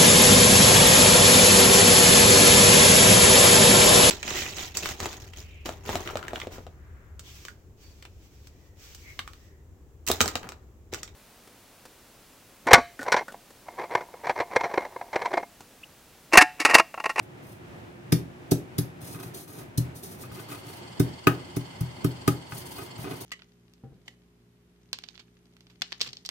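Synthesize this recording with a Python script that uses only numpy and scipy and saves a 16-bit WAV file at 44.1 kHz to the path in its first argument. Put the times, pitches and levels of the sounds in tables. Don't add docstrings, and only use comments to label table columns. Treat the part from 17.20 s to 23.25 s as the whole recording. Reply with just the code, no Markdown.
import sys
import numpy as np
from scipy import signal
from scipy.fft import rfft, irfft
from scipy.io import wavfile

SR = 44100
rng = np.random.default_rng(int(sys.argv[2]) if len(sys.argv) > 2 else 0)


def dump_mix(stems):
    frames = np.atleast_2d(stems).T
    limited = np.clip(frames, -1, 1)
    pcm = np.round(limited * 32767).astype(np.int16)
    wavfile.write(sys.argv[1], SR, pcm)


N = 266804
TIME = np.arange(N) / SR
HZ = np.fft.rfftfreq(N, 1 / SR)


def amp(db):
    return 10 ** (np.asarray(db) / 20)


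def unit(x):
    return x / np.sqrt(np.mean(x ** 2) + 1e-20)


def read(points, hz):
    f, value = np.transpose(points)
    return np.interp(np.log(hz + 1), np.log(f + 1), value)


def add(mix, start_s, sound):
    part = mix[round(start_s * SR):][:len(sound)]
    part += sound[:len(part)]


def colour(x, points):
    return irfft(rfft(x) * unit(amp(read(points, HZ))), N)


def low_cut(x, hz):
    return signal.sosfilt(signal.butter(2, hz, "highpass", fs=SR, output="sos"), x)


def drift(limit_hz):
    return unit(irfft(rfft(rng.standard_normal(N)) * (HZ < limit_hz), N))


def grains(per_s, spread_db):
    happens = rng.random(N) < per_s / SR
    sign = rng.choice([-1, 1], N)
    size = amp(spread_db * np.minimum(rng.exponential(1, N), 4))
    return unit(happens * sign * size)


def ring(modes):
    t = np.arange(SR // 2) / SR
    return sum(amp(db - 60 * t / t60) * np.cos(2 * np.pi * hz * t) for hz, db, t60 in modes)


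# (frequency [Hz], relative density [dB per Hz])
AIR_SPECTRUM = [(15, -75), (25, -33.5), (114, 1.5), (200, -6), (285, -5.5), (317, -11), (354, 0),
                (405, -11), (734, -12.5), (1130, -18), (1440, -19), (1610, -18), (2550, -22.5),
                (4490, -33.5), (16000, -43)]
# (frequency [Hz], correlation [-1 to 1])
AIR_LIKENESS = [(60, 1), (180, 0.87), (550, 0.084), (1650, -0.41), (4970, 0.22), (15000, -0.26)]


def air(level_db=-45, waver_db=1.5):
    left, other = rfft(rng.standard_normal((2, N)))
    same = read(AIR_LIKENESS, HZ)
    right = same * left + np.sqrt(1 - same ** 2) * other
    rumble = unit(colour(irfft(np.array([left, right]), N), AIR_SPECTRUM))
    return amp(level_db + waver_db * drift(4.2)) * rumble


# (time [s], level [dB])
MACHINE_LEVEL = [(2.7, -104), (3.15, -53), (3.55, -49.5), (6.05, -49.5)]
# (time [s], stroke rate [1/s])
STROKE_RATE = [(3.68, 20.8), (3.78, 19), (4.31, 19), (4.41, 19.7), (5.2, 19.7), (5.35, 20.4)]
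# (frequency [Hz], width [Hz], relative level [dB], depth of the chatter [0-1])
CASING_RESONANCES = [(920, 125, 1.5, 0.18), (1510, 340, -11, 0.5), (2090, 94, -4.5, 0.04),
                     (3080, 370, 0, 0.28), (4397, 44, -3.5, 0.47), (4800, 430, -4, 0.52),
                     (7400, 570, -11.5, 1), (8450, 230, -11.5, 0.6)]


def machine(hiss_db=-5):
    level_db = np.interp(TIME, *np.transpose(MACHINE_LEVEL))
    turns = np.cumsum(np.interp(TIME, *np.transpose(STROKE_RATE))) / SR
    turns -= np.interp(4.462, TIME, turns)
    puff = np.exp(1.5 * np.cos(2 * np.pi * turns))
    beat = unit(puff * amp(2.0 * drift(6.6)))
    chatter = np.zeros((2, N))
    for centre_hz, width_hz, db, depth in CASING_RESONANCES:
        resonance = 1 / (1 + ((HZ - centre_hz) / width_hz) ** 2)
        band = unit(irfft(rfft(rng.standard_normal((2, N))) * resonance, N))
        chatter += amp(db) * band * (1 - depth * (1 - beat))
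    # (frequency [Hz], relative level [dB])
    hiss_spectrum = [(100, -24), (600, 14), (2500, 0), (6000, -0.5), (10000, -5.5), (16000, -19)]
    hiss = colour(rng.standard_normal((2, N)), hiss_spectrum)
    return amp(level_db) * (unit(chatter) + amp(hiss_db) * hiss)


# (frequency [Hz], reverberation time t60 [s])
ROOM_DECAY = [(100, 0.36), (350, 0.4), (1500, 0.24), (5000, 0.21), (10000, 0.21), (16000, 0.2)]


def kitchen(x, near_db, room_db, shared, near_s=0.0037):
    t = np.arange(SR // 2) / SR
    taps = rng.choice([-1., 1.], (3, len(t))) * (rng.random((3, len(t))) < 5000 / SR)
    taps = np.sqrt(shared) * taps[2] + np.sqrt(1 - shared) * taps[:2]
    near = taps * np.exp(-t / near_s) * (t > .0004)
    late = taps * np.clip(t / 0.004 - 1, 0, 1)
    hz, frames_s, spectrum = signal.stft(late, SR, nperseg=256)
    decay = amp(-60 * frames_s / read(ROOM_DECAY, hz)[:, None])
    tail = signal.istft(spectrum * decay, SR, nperseg=256)[1][:, :len(t)]
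    near /= np.linalg.norm(near, axis=1, keepdims=True)
    tail /= np.linalg.norm(tail, axis=1, keepdims=True)
    echo = amp(near_db) * near + amp(room_db) * tail
    return signal.fftconvolve(x[None], echo, axes=1)[:, :N]


def moving(x, near_db, room_db, count=3):
    total = np.zeros((2, N))
    for k in range(count):
        share = np.cos(np.pi * (1.142 * TIME + k / count)) * np.sqrt(2 / count)
        total += kitchen(x * share, near_db, room_db, shared=0)
    return total


def ports(x, lean_db, lag_s):
    delay = np.exp(-2j * np.pi * HZ * lag_s)
    left, right = amp(lean_db / 2) * delay, amp(-lean_db / 2) * np.ones_like(delay)
    return irfft(rfft(x) * np.array([left, right]), N)


# (frequency [Hz], relative level [dB], t60 [s], share of off-centre rocking [0-1])
COUNTER_MODES = [(81.8, -19.5, 0.69, 0.085), (125, 0, 0.23, 0), (160.6, 5.5, 0.11, 0.79),
                 (209.3, -20, 0.53, 0.67), (285, 10.5, 0.034, 0), (284.5, -11.5, 0.25, 0.56),
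                 (340.5, -14, 0.14, 1), (364, -1, 0.078, 0), (450, -33, 0.25, 1), (585, -52, 0.17, 0.46)]


def counter(rocking_db):
    return ring([(hz, db + share * rocking_db, t60) for hz, db, t60, share in COUNTER_MODES])


# (frequency [Hz], relative level [dB], t60 [s])
STONE_MODES = [(726, -43, .06), (830, 4.5, 0.094), (1060, -43, .03), (1250, 12, 0.039), (1348, 17.5, 0.018),
               (1500, 1, 0.031), (1490, -5.5, 0.012), (1893, 1, 0.035), (1990, -9, 0.076),
               (2375, -20, 0.015), (2510, 7, 0.023), (2640, -10, 0.015), (3235, -4, 0.046),
               (4170, -16, .025), (5580, -10, 0.02)]


def stone_tap(soft_hz=5000):
    return signal.lfilter(*signal.butter(1, soft_hz, fs=SR), low_cut(ring(STONE_MODES), 900))


def stone_clacks(taps):
    stone = stone_tap()
    return signal.fftconvolve(taps, stone / abs(stone).max())[:N]


def gritty_tap(t, crunch_db, crunch_s):
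    crunch = amp(crunch_db) * rng.standard_normal(len(t)) * np.exp(-t / crunch_s) / 2
    return (t == 0) + crunch


def spray():
    return grains(18000, 3)


# (frequency [Hz], relative level [dB])
SMEAR_SPECTRUM = [(500, -4.5), (2000, -26), (3500, -3), (6000, -1.5), (7500, -4), (9300, 1.5), (12500, 0.5),
                  (16000, -3)]


def smear(bubbles):
    return colour(bubbles, SMEAR_SPECTRUM)


# (time [s], thump level [dB], clack level [dB])
WALL_BUMPS = [(1.829, -31.5, -53), (1.947, -29, -42.5), (2.056, -29.5, -53), (3.037, -34, -42),
              (3.115, -32, -43), (5.322, -28, -31), (5.786, -26.5, -45)]


def bumps(contact_ms=1.47, rocking_db=-0.5):
    thump, taps = np.zeros((2, N))
    t = np.arange(SR // 10) / SR
    force = np.exp(-(1000 * t / contact_ms - 3) ** 2 / 2)
    nudge = signal.fftconvolve(force / force.sum(), counter(rocking_db))
    for time_s, thump_db, clack_db in WALL_BUMPS:
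        add(thump, time_s, amp(thump_db) * nudge)
        add(taps, time_s, amp(clack_db) * gritty_tap(t, crunch_db=-17, crunch_s=0.0062))
    return thump, stone_clacks(taps)


def pushes(rows, attack_s, release_s):
    gain = np.zeros(N)
    t = np.arange(SR // 2) / SR
    for start_s, length_s, db, change_db in rows:
        hold = amp(db + change_db * np.minimum(t / length_s, 1))
        release = np.exp(-np.maximum(t - length_s, 0) / release_s)
        add(gain, start_s, np.minimum(t / attack_s, 1) * hold * release)
    return gain


# (start [s], length [s], relative fizz level [dB], change of level during the push [dB])
PASTE_SLIDES = [(0.02, .02, -64, -3), (0.215, .12, -71.5, 12), (1.803, .15, -51.5, -2),
                (1.985, 0.08, -60.5, 8.5), (2.136, 0.087, -46.5, -7), (2.272, 0.13, -56, 2),
                (2.745, 0.042, -48.5, -5.5), (2.822, .13, -49.5, -7), (2.985, 0.039, -53, 3.5),
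                (3.108, .11, -55.5, 0.5), (3.278, .12, -51.5, -8), (3.44, .13, -58, 3),
                (5.285, .115, -55, 5), (5.445, .2, -55, 1.5), (5.775, 0.046, -52, 3),
                (5.88, 0.13, -55, -4.5), (6.0, 0.011, -45, -3.5)]
# (start [s], length [s], relative grit level [dB], relative counter rumble level [dB])
STONE_SCRAPES = [(1.934, 0.12, -56, -46.5), (2.268, 0.17, -61, -49.5), (3.038, 0.018, -50.5, -52),
                 (3.154, 0.05, -50, -40.5), (3.27, 0.1, -51.5, -45.5), (3.435, 0.066, -56, -44.5),
                 (5.573, 0.053, -49, -38.5), (5.834, 0.1, -49.5, -37.5)]


def grinding(fizz_db=1, grit_db=-2, clump_db=3.0, pop_db=-9, slide_rumble_db=1, swell_db=-1.5):
    fizz = pushes(PASTE_SLIDES, attack_s=.012, release_s=0.024)
    grit_rows = [(s, length, db, swell_db) for s, length, db, _ in STONE_SCRAPES]
    judder_rows = [(s, length, db, swell_db) for s, length, _, db in STONE_SCRAPES]
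    grit = pushes(grit_rows, attack_s=.013, release_s=0.011)
    judder = pushes(judder_rows, attack_s=.013, release_s=0.011)
    clumps = unit(amp(clump_db * drift(45)))
    catches = grains(1000, 2.3) * clumps
    bubbles = grains(5000, 3) * clumps + amp(pop_db) * grains(67, 1.6)
    wet = amp(fizz_db) * fizz * smear(bubbles)
    shaking = np.hypot(amp(slide_rumble_db) * fizz, judder)
    rumble = shaking * unit(signal.fftconvolve(catches, counter(0))[:N])
    scrape = amp(grit_db) * grit * unit(signal.fftconvolve(catches, stone_tap())[:N])
    return wet, rumble, scrape


# (frequency [Hz], relative level [dB])
SQUELCH_SPECTRUM = [(300, 15), (900, -5.5), (1800, 4), (3000, -1.5), (4500, 6.5), (6300, 4), (7600, -2),
                    (9500, 2.5), (12500, 2), (16000, -6)]
# (frequency [Hz], relative level [dB])
CRACK_SPECTRUM = [(200, -26), (500, -2), (950, -9.5), (1300, 8), (2000, -3), (3300, -10), (4800, -26),
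                  (16000, -13)]
# (time [s], relative squelch level [dB], depth of paste [0-1],
# time to squeeze through it [ms], relative thump level [dB], contact width [ms],
# relative clack level [dB], off-centre rocking [dB])
PESTLE_BLOWS = [(0.9212, -21.5, 1, 5.94, -15.5, 0.64, -31.5, 7),
                (1.3096, -26, 0.5, 10.3, -18, 0.35, -37, 3), (1.5811, -28, 0.32, 7.1, -18, 0.74, -40.5, 1),
                (2.5748, -28.5, 0.14, 6.8, -11, 1.03, -55, -4), (3.796, -29.5, 0, 5.86, -13, 0.6, -29, -2),
                (4.069, -30, 0.6, 3.83, -16, 0.31, -10, -0.5),
                (4.363, -36.5, 0, 6.4, -20.5, 0.65, -37, -3.5),
                (4.6061, -39.5, 0, 5.4, -14.5, 1.26, -47.5, -0.5),
                (4.843, -32, 0, 5.4, -16, 0.62, -32.5, -1), (5.076, -26, 0.3, 4.6, -15, 0.51, -17, -1.5)]


def blows(push=0.39, squirt_s=0.002, first_touch=0.7, stone_lead_s=0.0021, crack_db=-7, crack_s=0.0055):
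    heap, film, thump, taps, crack = np.zeros((5, N))
    t = np.arange(SR // 10) / SR
    for time_s, squelch_db, depth, squeeze_ms, thump_db, contact_ms, clack_db, rocking_db in PESTLE_BLOWS:
        land_s = squeeze_ms / 1000
        squeeze = np.interp(t, [0, land_s / 4, land_s], [0, first_touch, 1])
        swell = squeeze * np.exp(-np.maximum(t - land_s, 0) / squirt_s)
        add(heap, time_s, amp(squelch_db) * np.sqrt(depth) * swell)
        add(film, time_s, amp(squelch_db) * np.sqrt(1 - depth) * swell)

        u = (t - land_s) / (contact_ms / 1000)
        force = np.exp(-u ** 2 / 2)
        add(thump, time_s, amp(thump_db) * signal.fftconvolve(force / force.sum(), counter(rocking_db)))
        jolt = 2 * push * (u ** 2 - 1) * force / (1 + contact_ms ** 2)
        add(thump, time_s, amp(thump_db) * jolt)

        touch_s = time_s + max(land_s - stone_lead_s, 0)
        add(taps, touch_s, amp(clack_db) * gritty_tap(t, crunch_db=-18, crunch_s=0.004))
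        add(crack, touch_s, amp(clack_db + crack_db) * np.exp(-t / crack_s))
    wet = colour(heap * spray(), SQUELCH_SPECTRUM) + smear(film * spray())
    stone = stone_clacks(taps) + crack * colour(spray(), CRACK_SPECTRUM)
    return wet, thump, stone


# (frequency [Hz], left minus right [dB])
THUMP_BALANCE = [(100, -1), (160, 2.5), (220, -12), (300, 0), (420, -12), (600, 5.5)]


def scene():
    blow_wet, blow_thump, blow_stone = blows()
    bump_thump, bump_stone = bumps()
    grind_wet, grind_rumble, grind_stone = grinding()
    wet = blow_wet + grind_wet
    low = low_cut(blow_thump + bump_thump + grind_rumble, hz=93)
    stone = blow_stone + bump_stone + grind_stone

    near_db, lean_db = -2, 1.5
    paste = ports(wet, lean_db, lag_s=-0.0003347) + moving(wet, near_db, room_db=-4.5)
    clacks = ports(stone, lean_db, lag_s=.00006) + kitchen(stone, near_db, room_db=-8, shared=0.16)
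    scattered = low_cut(low, hz=236)
    thumps = ports(low, read(THUMP_BALANCE, HZ), lag_s=0.00034)
    thumps += kitchen(scattered, near_db=-5.5, room_db=-9.5, shared=0.86)
    return amp(1.5) * paste + amp(-1.5) * thumps + amp(3.5) * clacks + air() + machine()


def record(dry, edge_hz=16000):
    rounded = dry / (1 + (dry / .85) ** 6) ** (1 / 6)
    low_pass = signal.firwin(511, edge_hz, window=("kaiser", 8), fs=SR)
    return signal.oaconvolve(rounded, low_pass[None], "same")


dry = scene()
out = record(dry)
dump_mix(out)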